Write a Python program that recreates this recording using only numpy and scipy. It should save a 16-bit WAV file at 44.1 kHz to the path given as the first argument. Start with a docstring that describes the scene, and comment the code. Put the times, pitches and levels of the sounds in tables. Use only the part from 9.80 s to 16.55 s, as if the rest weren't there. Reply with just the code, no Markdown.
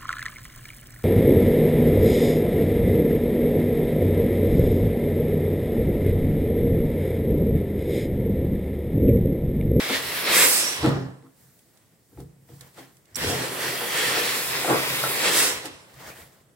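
"""A sputtering blast of steam, then a second one: an iron presses seams on a padded table in a small room.
The jet rumbles into the padding, roars through the cloth, hisses from open vents and whistles under the
sole. Knocks and pushes ring the table's modes; the valve clicks ahead of the second blast. After each
blast the iron is set down and the cloth rustles as it is turned. Two close microphone ports colour it."""
import sys
import numpy as np
from scipy import signal
from scipy.fft import rfft, irfft, next_fast_len
from scipy.io import wavfile
from scipy.ndimage import map_coordinates

SR = 44100
rng = np.random.default_rng(int(sys.argv[2]) if len(sys.argv) > 2 else 0)


def transcribe(signal):
    """Save signal, clipped to [-1, 1], as a 16-bit WAV file at the path in sys.argv[1]."""
    frames = np.atleast_2d(signal).T
    limited = np.clip(frames, -1, 1)
    pcm = np.round(limited * 32767).astype(np.int16)
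    wavfile.write(sys.argv[1], SR, pcm)


N = 297675

# Noise spectra, shape only (frequency [Hz], density [dB])
AMBIENCE_SPECTRUM = [(15, -45), (25, -13), (43, -16), (130, -1.5), (285, -8), (354, -10.5), (531, -14.5),
                     (887, -20.5), (1940, -25), (4490, -29), (7710, -25.5), (14800, -32), (16000, -29)]
SWISH_SPECTRUM = [(120, -16), (200, -6.5), (450, -6), (700, -5), (1200, -9.5), (1600, -8.5), (2500, -15),
                  (4000, -15.5), (7000, -21), (9000, -45)]
RUSTLE_SPECTRUM = [(2060, -42), (3500, -6), (5200, -4), (6440, -4.5), (7460, -2.5), (13800, -3.5),
                   (16000, -0.5)]
RUMBLE_SPECTRUM = [(100, -35), (170, -6.5), (232, -10.5), (353, -0.5), (384, -3.5), (477, -3), (792, -4.5),
                   (1600, -12.5), (2080, -32), (3520, -120)]
ROAR_SPECTRUM = [(350, -32.5), (600, -10.5), (676, -11), (926, -5), (1490, -4.5), (2200, -2.5), (2430, -4),
                 (3290, -3.5), (4700, -6), (8000, -18), (10400, -44.5), (17600, -120)]
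HISS_SPECTRUM = [(2060, -37), (3500, -9), (5600, -1.5), (6310, -4), (7980, -1), (9040, -2.5), (11000, -6.5),
                 (14300, -36), (22000, -120)]
TOP_TREBLE_SPECTRUM = [(7000, -35), (10500, -2.5), (12000, -5.5), (16000, -5.5), (18000, -6.5)]
# Noise common to both ports (frequency [Hz], power share [0..1])
COHERENCE = [(60, 0.91), (130, 0.65), (300, 0.85), (640, 0.61), (1400, 0.17), (3100, 0.32), (6800, 0.2),
             (15000, 0.15)]
# Colour, one list per port (centre [Hz], width [Hz], gain [dB])
PORT_BANDS = [
    [(489, 190, 4), (2045, 750, 4), (3260, 300, 3), (6850, 550, 0), (8700, 700, 4), (10510, 1000, -2.5)],
    [(129, 87, 1), (1905, 250, 6.5), (4800, 900, 0.5), (6700, 1000, -0.5), (7650, 860, 4.5),
     (11200, 2400, 4.5)],
]
# Reflections off table top, sleeve and hand (delay [ms], wander [ms], gain re direct [ratio])
NEAR_ECHOES = [(.75, 0.06, 0.18), (1.899, 0.096, 0.078)]

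# Cloth slid, lifted, turned (time [s], swish [dB], rustle [dB], rise [s], fall [s])
CLOTH_MOVES = [(1.456, -68, -66.5, .07, -0.2), (1.63, -65, -58.5, 0.16, 0.34), (1.79, -77, -66.5, .1, -0.8),
               (1.968, -68, -67.5, .12, 0.5), (2.274, -82, -66, 0.26, -0.2), (2.406, -60, -58.5, 0.093, .1),
               (2.69, -61.5, -68, .02, 0.7), (2.755, -66, -55, 0.13, 0.4), (2.815, -52.5, -64, 0.026, 0.17),
               (2.99, -46.5, -52.5, 0.052, 0.14), (3.17, -72, -67, .2, .2), (3.32, -62, -68, 0.15, -0.8),
               (6.1, -62, -78, 0.18, .3), (6.24, -44.5, -55, 0.11, 0.27), (6.3, -43, -46.5, 0.18, 0.05),
               (6.404, -48.5, -49.5, .2, 0.13), (6.55, -64, -65, .2, 0.2)]
# Weave dragging on itself (time [s], pitch [Hz], glide [Hz/s], level [dB], rise and fall [s])
WEAVE_DRAGS = [(1.465, 1150, 6000, -61, .04), (6.205, 2900, 0, -56, -0.02), (6.26, 3400, -2000, -51, 0),
               (6.29, 1500, 0, -45, -0.01), (6.315, 2400, 3000, -52, 0.06), (6.375, 3000, 9000, -53, 0.01),
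               (6.4, 3800, 0, -63, 0.1), (6.425, 2300, -13000, -53, -0.02)]

# Leaning, pressing, setting down (time [s], boom of the top [dB], sway of the legs [dB])
PUSHES = [(.19, -49, -49), (.28, -49, -48.5), (.38, -53, -61), (1.05, -32, -35), (1.08, -21, -33),
          (1.17, -32, -42), (1.26, -37, -59.5), (1.65, -56.5, -68), (2.41, -41.5, -42), (2.48, -52.5, -53),
          (2.62, -56.5, -65.5), (2.74, -46, -53), (2.83, -56, -60), (3.01, -54, -75), (3.37, -49, -55),
          (3.44, -33.5, -40), (3.5, -40, -31.5), (3.57, -34.5, -48), (3.73, -46.5, -60), (3.88, -43.5, -57),
          (4.04, -59, -66), (4.28, -43, -57), (4.72, -44, -52), (4.92, -34.5, -70), (5.11, -40, -51.5),
          (5.24, -41, -57), (5.77, -51, -51), (5.95, -60, -56), (6.17, -52.5, -56), (6.3, -56, -55),
          (6.43, -56, -54), (6.62, -63.5, -68)]
# Lowest modes of top and legs (frequency [Hz], width [Hz], level [dB])
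BOOM_MODES = [(121.3, 25, -9.5), (134.6, 10, -2.5), (170.3, 16, -9)]
SWAY_MODES = [(46.3, 32, -14), (61.6, 8.8, -6.5), (84.9, 32, 9)]
# Iron and hands on the table (time [s], level [dB], contact re body [dB], scuffle [s], tilt [dB/octave])
KNOCKS = [(0.094, -16, -11.5, 0.019, 1.5), (0.478, -18, -10, 0.044, 4), (1.029, -7, -15, 0.026, -6.5),
          (1.044, -14.5, -6, 0.015, 4), (1.061, -7.5, -5, 0.014, -2), (1.09, -20, -1.5, 0.03, -4),
          (1.159, -21, -14, 0.026, -5.5), (1.425, -39.5, -7, 0.02, -4.5), (2.317, -44.5, -12, 0.023, -1.5),
          (2.374, -28.5, -17, 0.0092, -3.5), (2.397, -33, -21, 0.02, -2.5), (2.689, -37.5, -9, 0.025, 1),
          (2.717, -44.5, -14.5, 0.022, -2), (2.975, -34, -7, 0.02, 0.5), (3.363, -30, -8, 0.048, -21),
          (3.425, -15.5, -20, 0.036, -1), (3.472, -19, -9.5, 0.033, -8), (3.518, -20, -11, 0.029, 1),
          (3.598, -23.5, -18, 0.03, 3), (4.011, -22, -33, 0.039, 6.5), (4.367, -17, -5, 0.0091, 6.5),
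          (4.844, -14, -13, 0.012, 6.5), (4.877, -13.5, -21, 0.018, 3), (4.9, -10.5, -4, 0.0086, 1),
          (4.949, -24.5, -7, 0.023, -9), (5.237, -13.5, -16.5, 0.02, 17), (5.843, -25.5, -10, 0.02, 2)]
# Struck modes (frequency [Hz], level [dB], t60 [s])
TABLE_MODES = [(222, -6.5, 0.082), (267.5, -10, 0.28), (292.6, -9.5, 0.14), (326.4, -6, 0.13),
               (368.3, -6, 0.082), (407.6, -6, 0.099), (424.4, -11.5, 0.17), (476.6, -6, 0.14),
               (544, -6, 0.031), (600, -11, 0.04), (721, -4.5, 0.04), (853, -10, 0.085), (897, -9.5, .04),
               (1020, -5.5, 0.012), (1328, -6, 0.024), (1500, -15.5, 0.016)]
VALVE_MODES = [(5700, 4, .013), (7600, -2, .006), (8600, -9, .006), (9900, -8, .006), (14240, -14, .006)]
# Valve clicks; ticks of seams and nails, and the bare release click at 5.86 s as the second blast ends (time
# [s], level [dB], left minus right [dB])
VALVE_CLICKS = [(3.345, -33, -8), (3.3551, -17, -8.5)]
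BRIGHT_TICKS = [(1.7908, -48, -2.0), (1.9734, -48, -2.0), (2.4026, -41.5, -5), (2.8092, -32, -6),
                (2.9437, -50, 14), (3.1687, -47, -5), (3.2553, -52, -10), (5.8568, -25, -7),
                (5.8694, -41, -11), (6.1404, -48, -13), (6.1973, -45, -4)]

# Sole nearing or leaving a surface, one list per whistle (time [s], pitch [Hz], level [dB])
WHISTLES = [
    [(.66, 4280, -48), (.72, 4530, -45), (.8, 5190, -37.5), (.88, 5670, -34), (.95, 5770, -42),
     (1.0, 5670, -51)],
    [(3.38, 5560, -50), (3.45, 5470, -46), (3.52, 5490, -44), (3.6, 5240, -55)],
    [(5.68, 5470, -40), (5.74, 5500, -45), (5.85, 5550, -67), (5.98, 5830, -69)],
]
# Resonances of the gap under the sole (multiple of pitch [ratio], level [dB])
GAP_MODES = [(1, 4.5), (1.492, -15)]
# Steam channels in the sole (frequency [Hz], width [Hz], level re roar at its usual strength [dB])
CHANNEL_MODES = [(460, 120, -17), (1750, 200, -18), (1960, 260, -15), (2230, 260, -14), (2580, 200, -18),
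                 (3340, 280, -17), (3620, 200, -19), (4700, 300, -19)]
# Sole grinding into the padding (time [s], rumble [dB], rise [s], fall [s])
PRESSES = [(.43, -40, 0.058, 0.16), (1.073, -26.5, 0.092, 0.2028), (3.49, -35, 0.023, -1.87),
           (4.908, -18, 0.043, 0.14), (5.24, -31.5, 0.02, 0.22), (5.47, -32, 0.13, 0.2741)]
# Iron position (time [s], left port lag [ms])
IRON_PATH = [(0, 0.055), (.45, -0.053), (.9, .18), (1.3, 0.15), (3.35, 0.11), (3.7, 0.015), (4.4, -0.031),
             (5.1, -0.14), (5.45, -0.051), (5.7, 0.1), (6.05, 0.2)]
# Steam, one list per blast (time [s], roar through cloth [dB], vent hiss [dB], top treble [dB])
BLASTS = [
    [(0.0, -29.5, -39, -39), (0.082, -31, -40, -37), (0.146, -25, -35, -34), (0.212, -34, -43, -39.5),
     (0.382, -30, -38.5, -31.5), (0.434, -31.5, -43.5, -34.5), (0.478, -24.5, -37.5, -33.5),
     (0.564, -21, -20, -22.5), (0.64, -20, -19.5, -19), (0.692, -26, -23, -20), (0.798, -28.5, -22.5, -28),
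     (1.008, -34.5, -42.5, -47.5), (1.074, -33.5, -47, -51), (1.154, -43, -63, -59), (1.42, -72, -75, -86)],
    [(3.359, -35, -15, -17), (3.372, -36, -43, -37), (3.43, -29, -36, -37), (3.5, -31, -33, -37),
     (3.62, -34, -39, -40.5), (3.76, -36, -42.5, -38.5), (3.83, -30, -37, -35.5), (4.06, -33.5, -41, -35.5),
     (4.19, -25.5, -31.5, -33), (4.39, -26, -35, -31.5), (4.6, -30, -32, -32), (4.68, -33, -33, -31.5),
     (4.75, -28.5, -39, -34.5), (4.9, -31, -33.5, -31), (4.98, -28.5, -39, -34.5),
     (5.31, -30.5, -35.5, -28.5), (5.39, -29, -38.5, -34.5), (5.47, -22, -26.5, -33.5),
     (5.51, -25.5, -29, -32.5), (5.59, -23, -21, -22.5), (5.67, -26.5, -25, -30),
     (5.84, -41.5, -50.5, -53.5), (5.86, -37.5, -42, -44), (5.9, -45.5, -55.5, -62.5),
     (6.1, -61.5, -66, -78)],
]

AMBIENCE_DB, USUAL_ROAR_DB, RUMBLE_DB = -62, -30, -36.5
ROOM_T60_S, WALL_CUT_HZ, ROOM_DB, CUTOFF_HZ = 0.57, 3600, -21.5, 15840
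PUSH_RISE_S, BOOM_FALL_S, SWAY_LEAD_S, SWAY_FALL_S = 0.047, .17, .025, 0.098
BOOM_TREMOR_DB, SWAY_TREMOR_DB, TREMOR_SWING_DB = -55.5, -62, 2.5
RUMBLE_EXPONENT, CHANNEL_EXPONENT, TREMOR_EXPONENT = 0.8, .3, .5   # on roar / usual roar
CHANNEL_WAVER_DB, PAN_DB, PAN_DB_PER_MS = 1.6, -0.73, -6
RUSTLE_STRETCH = 1.16   # rise and fall re swish


def from_db(db):
    """Decibels to gain."""
    return 10 ** (np.asarray(db) / 20)


def pan(db):
    """Stereo gains for a left-minus-right level."""
    return from_db(np.array([[.5], [-.5]]) * db)


def in_time(rows):
    """Table columns, interpolated per sample."""
    times_s, *columns = np.transpose(rows)
    return [np.interp(np.arange(N) / SR, times_s, column) for column in columns]


def at_hz(points, hz):
    """Spectrum interpolated in log frequency."""
    points_hz, values = np.transpose(points)
    return np.interp(np.log(hz), np.log(points_hz), values)


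def gains(spans, fade_s=0.0092, hold_s=0.048):
    """Level columns as gains; silent between spans."""
    t, out = np.arange(N) / SR, 0
    for rows in spans:
        start_s, end_s = rows[0][0], rows[-1][0]
        inside_s = np.minimum(t - start_s + (start_s == 0), end_s - t + hold_s)   # no fade-in at 0 s
        out = out + np.clip(inside_s / fade_s, 0, 1) * from_db(in_time(rows))
    return out


def swells(peak_s, db, rise_s, fall_s, rounding=0.064):
    """Gain of round-topped swells; rise, fall per 20 dB. Negative fall: the shorter time is the rise."""
    peak_s, db, rise_s, fall_s = [np.reshape(x, (-1, 1)) for x in (peak_s, db, rise_s, fall_s)]
    late_s = np.arange(0, N + 40, 40) / SR - peak_s
    drop = np.maximum(-late_s / rise_s, late_s / fall_s)
    drop_db = 20 * (np.hypot(drop, rounding) - rounding)
    power = from_db(2 * (db - drop_db)).sum(axis=0)
    return np.interp(np.arange(N) / 40, np.arange(len(power)), np.sqrt(power))


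def drift(rate_hz):
    """Slow random wander, unit deviation."""
    pole = np.exp(-2 * np.pi * rate_hz * 40 / SR)
    slow = signal.lfilter([1], [1, -2 * pole, pole * pole], rng.standard_normal(N // 40 + 2002))[2000:]
    return np.interp(np.arange(N) / 40, np.arange(len(slow)), slow / slow.std())


def ring(force, hz, t60_s):
    """One damped mode driven by a force."""
    r, w = from_db(-60 / (t60_s * SR)), 2 * np.pi * hz / SR
    return signal.lfilter([0, np.sin(w)], [1, -2 * r * np.cos(w), r * r], force + 1e-18)


def delayed(x, ms):
    """Moving fractional delay."""
    return map_coordinates(x, [np.arange(N) - ms * SR / 1000], order=3, mode="nearest")


def narrow_noise(cycles, width_hz, steadiness=0.):
    """Noise band around a running phase; steadiness 1 leaves only pitch wander."""
    lowpass = signal.butter(2, width_hz / 2, fs=SR, output="sos")
    real, imag = signal.sosfilt(lowpass, rng.standard_normal((2, N + SR)))[:, SR:]
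    wobble = real + 1j * imag
    band = np.real(wobble / abs(wobble) ** steadiness * np.exp(2j * np.pi * cycles))
    return band / band.std()


def band_noise(layers, band_flutter_db, flutter_db):
    """Third-octave noise from (spectrum, gain) layers; rows: shared, left only, right only."""
    edges_hz = 28 * 2 ** (np.arange(29) / 3)
    centres_hz = np.sqrt(edges_hz[1:] * edges_hz[:-1])
    powers = [from_db(2 * at_hz(spectrum, centres_hz)) * np.diff(edges_hz) for spectrum, _ in layers]
    common_db = flutter_db * drift(14)
    out, white = np.zeros((3, N)), rng.standard_normal((2, 3, N))
    for k, hz in enumerate(centres_hz):
        bandpass = signal.butter(2, edges_hz[k:k + 2], "band", fs=SR, output="sos")
        band = signal.sosfilt(bandpass, white[k % 2])
        level = np.sqrt(sum(p[k] / p.sum() * gain ** 2 for p, (_, gain) in zip(powers, layers)))
        alike = at_hz(COHERENCE, hz)
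        shares = np.sqrt([[alike], [1 - alike], [1 - alike]])
        out += band / band.std() * shares * level * from_db(common_db + band_flutter_db * drift(7.2))
    return out


def room(x):
    """Wall echoes: eight feedback delays a side, duller each round."""
    size = next_fast_len(N + SR)
    delay_phase = -2j * np.pi * np.arange(size // 2 + 1) / size
    pole = np.exp(-2 * np.pi * WALL_CUT_HZ / SR)
    wall = (1 - pole) / (1 - pole * np.exp(delay_phase))
    response = np.zeros((2, len(wall)), complex)
    for k, lag in enumerate((rng.uniform(.015, .045, 16) * SR).astype(int)):
        loop = from_db(-60 * lag / SR / ROOM_T60_S) * wall * np.exp(delay_phase * lag)
        response[k % 2] += loop / (1 - loop) * (-1) ** (k // 2)
    return irfft(response * rfft(x, size), size)[:, :N]


def with_near_echoes(x):
    """Short wandering paths comb faint shifting bands into the hiss."""
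    echoes = sum(gain * delayed(x, ms + wander_ms * drift(0.69)) for ms, wander_ms, gain in NEAR_ECHOES)
    return (x + echoes) / np.sqrt(1 + sum(gain ** 2 for _, _, gain in NEAR_ECHOES))


def crumple(swish, snaps_per_s=500):
    """Folds give way in tiny uneven snaps, each ringing a few cycles."""
    sizes = from_db(4.4 * np.minimum(rng.exponential(1, N), 4)) * rng.choice([-1, 1], N)
    force = sizes * (rng.random(N) < snaps_per_s / SR)
    modes_hz, mode_index = np.geomspace(1100, 3600, 12), rng.integers(0, 12, N)
    snaps = sum(ring(force * (mode_index == k), hz, 10 / hz) for k, hz in enumerate(modes_hz))
    return swish * from_db(-12) * snaps / snaps.std()


def weave():
    """Weave drags over itself: brief breathy notes, pitch following speed."""
    t, out = np.arange(N) / SR, 0
    for peak_s, hz, glide_hz_per_s, db, edge_s in WEAVE_DRAGS:
        pitch_hz = hz + glide_hz_per_s * np.clip(t - peak_s, -.1, .1)
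        note = narrow_noise(np.cumsum(pitch_hz) / SR, width_hz=330)
        if edge_s:
            out = out + swells(peak_s, db, edge_s, edge_s) * note
    return out


def cloth_and_ambience():
    """Fibres slide over the padding above a faint steady background."""
    peak_s, swish_db, rustle_db, rise_s, fall_s = np.transpose(CLOTH_MOVES)
    swish = swells(peak_s, swish_db, rise_s, fall_s)
    rustle = swells(peak_s, rustle_db, RUSTLE_STRETCH * rise_s, RUSTLE_STRETCH * fall_s)
    layers = [(SWISH_SPECTRUM, swish), (RUSTLE_SPECTRUM, rustle),
              (AMBIENCE_SPECTRUM, from_db(AMBIENCE_DB))]
    shared, *sides = band_noise(layers, band_flutter_db=.9, flutter_db=.8)
    return shared + np.array(sides) + crumple(swish) + weave()


def table_shake():
    """Pushes and the gliding iron keep top and legs humming; the tremor follows the roar."""
    t, out = np.arange(N) / SR, 0
    peak_s, boom_db, sway_db = np.transpose(PUSHES)
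    glide = (gains(BLASTS)[0] / from_db(USUAL_ROAR_DB)) ** TREMOR_EXPONENT
    boom_tremor = glide * from_db(BOOM_TREMOR_DB + TREMOR_SWING_DB * drift(6.1))
    sway_tremor = glide * from_db(SWAY_TREMOR_DB + TREMOR_SWING_DB * drift(8))
    boom = np.hypot(swells(peak_s, boom_db, PUSH_RISE_S, BOOM_FALL_S), boom_tremor)
    sway = np.hypot(swells(peak_s - SWAY_LEAD_S, sway_db, PUSH_RISE_S, SWAY_FALL_S), sway_tremor)
    for modes, gain, side_db in ((BOOM_MODES, boom, -22), (SWAY_MODES, sway, -15)):
        mid, side = [sum(from_db(db) * narrow_noise(hz * t, width_hz, steadiness=0.93)
                         for hz, width_hz, db in modes) for _ in range(2)]
        out = out + gain * (mid + from_db(side_db) * side * [[1], [-1]]) / mid.std()
    return out


def table_knocks():
    """Crisp contact plus a padded, dying scuffle; a random landing spot weights the modes."""
    out, t = np.zeros(N + SR), np.arange(round(.4 * SR)) / SR
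    padding = signal.butter(2, 1500, fs=SR, output="sos")
    contact_band = signal.butter(1, [500, 2200], "band", fs=SR, output="sos")
    for start_s, db, contact_db, scuffle_s, tilt_db_per_oct in KNOCKS:
        scuffle = 0.06 * rng.standard_normal(len(t)) * np.exp(-t / scuffle_s)
        scuffle[0] += .8   # impact
        force = signal.sosfilt(padding, scuffle)
        body = 0
        for k, (hz, mode_db, t60_s) in enumerate(TABLE_MODES):
            spot_db = 2 * rng.standard_normal()
            gain = from_db(mode_db + spot_db + tilt_db_per_oct * np.log2(hz / 400))
            body = body + (-1) ** k * gain * ring(force, hz, t60_s)
        contact = signal.sosfilt(contact_band, rng.standard_normal(len(t)) * np.exp(-t / 0.0021))
        knock = body / abs(body).max() + from_db(contact_db) * contact / abs(contact).max()
        out[round(start_s * SR):][:len(t)] += from_db(db - 5) * knock
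    return out[:N]


def bright_ticks():
    """Seams and nails, and the release click at 5.86 s: bare bright snaps."""
    out, t = np.zeros((2, N)), np.arange(round(0.024 * SR)) / SR
    bright = signal.butter(2, [2500, 11000], "band", fs=SR, output="sos")
    for start_s, db, pan_db in BRIGHT_TICKS:
        snap = signal.sosfilt(bright, rng.standard_normal((2, len(t))) * np.exp(-t / 0.0049))
        out[:, round(start_s * SR):][:, :len(t)] += from_db(db - 3.5) * snap * pan(pan_db)
    return out


def valve_clicks():
    """A snap rings the valve's small metal modes."""
    out, t = np.zeros((2, N)), np.arange(round(0.024 * SR)) / SR
    for start_s, db, pan_db in VALVE_CLICKS:
        snap = 0.13 * rng.standard_normal(len(t)) * (t / 0.0012) ** 2 * np.exp(-t / 0.001)
        metal = sum(from_db(mode_db) * ring(snap, hz, t60_s) for hz, mode_db, t60_s in VALVE_MODES)
        click = metal + 0.13 * np.diff(snap, prepend=0)
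        out[:, round(start_s * SR):][:, :len(t)] += from_db(db) * click * pan(pan_db)
    return out


def gap_whistle():
    """The gap under the sole resonates on jet noise; narrower gap, higher pitch."""
    pitch_hz, _ = in_time(np.concatenate(WHISTLES))
    cycles = np.cumsum(pitch_hz) / SR
    blowing, = gains([[(time_s, db) for time_s, _, db in rows] for rows in WHISTLES])
    tones = [sum(from_db(db) * narrow_noise(ratio * cycles, width_hz=600) for ratio, db in GAP_MODES)
             for _ in range(2)]
    return np.array(tones) * blowing * pan(-5)


def steam():
    """One sputtering jet through padding, cloth, vents and sole channels, panned by iron position."""
    roar, hiss, top_treble = gains(BLASTS)
    surge = roar / from_db(USUAL_ROAR_DB)
    rumble = np.hypot(from_db(RUMBLE_DB) * surge ** RUMBLE_EXPONENT, swells(*np.transpose(PRESSES)))
    layers = [(ROAR_SPECTRUM, roar), (RUMBLE_SPECTRUM, rumble), (HISS_SPECTRUM, hiss),
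              (TOP_TREBLE_SPECTRUM, top_treble)]
    shared, left, right = band_noise(layers, band_flutter_db=1.0, flutter_db=.4)
    for hz, width_hz, db in CHANNEL_MODES:
        gain = roar * surge ** CHANNEL_EXPONENT * from_db(db + CHANNEL_WAVER_DB * drift(5.4))
        pitch_hz = hz * (1 + .025 * drift(1.2))
        shared = shared + gain * narrow_noise(np.cumsum(pitch_hz) / SR, width_hz)
    lag_ms, = in_time(IRON_PATH)
    pair = np.array([with_near_echoes(x) for x in (delayed(shared, lag_ms) + left, shared + right)])
    return pair * pan(PAN_DB + PAN_DB_PER_MS * lag_ms)


def scene():
    """Iron, table, room echo, cloth and background."""
    iron = steam() + gap_whistle() + valve_clicks() + bright_ticks()
    knocks = table_knocks()
    echo = from_db(ROOM_DB) * room(iron.mean(axis=0) + from_db(3.5) * knocks)
    return iron + knocks * pan(.6) + table_shake() * pan(-.6) + echo + cloth_and_ambience()


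def record(dry):
    """Each small port lifts and dips its own bands; deepest bass and top are cut."""
    out = []
    for x, bands in zip(dry, PORT_BANDS):
        for hz, width_hz, db in bands:
            width, gain = np.tan(np.pi * width_hz / SR), from_db(db / 2)
            centre = -2 * np.cos(2 * np.pi * hz / SR)
            x = signal.lfilter([1 + width * gain, centre, 1 - width * gain],
                               [1 + width / gain, centre, 1 - width / gain], x)
        out.append(x)
    out = signal.sosfilt(signal.butter(3, 48, "high", fs=SR, output="sos"), out)
    return signal.sosfilt(signal.ellip(12, .5, 60, CUTOFF_HZ, fs=SR, output="sos"), out)


dry = scene()
out = record(dry)
transcribe(out)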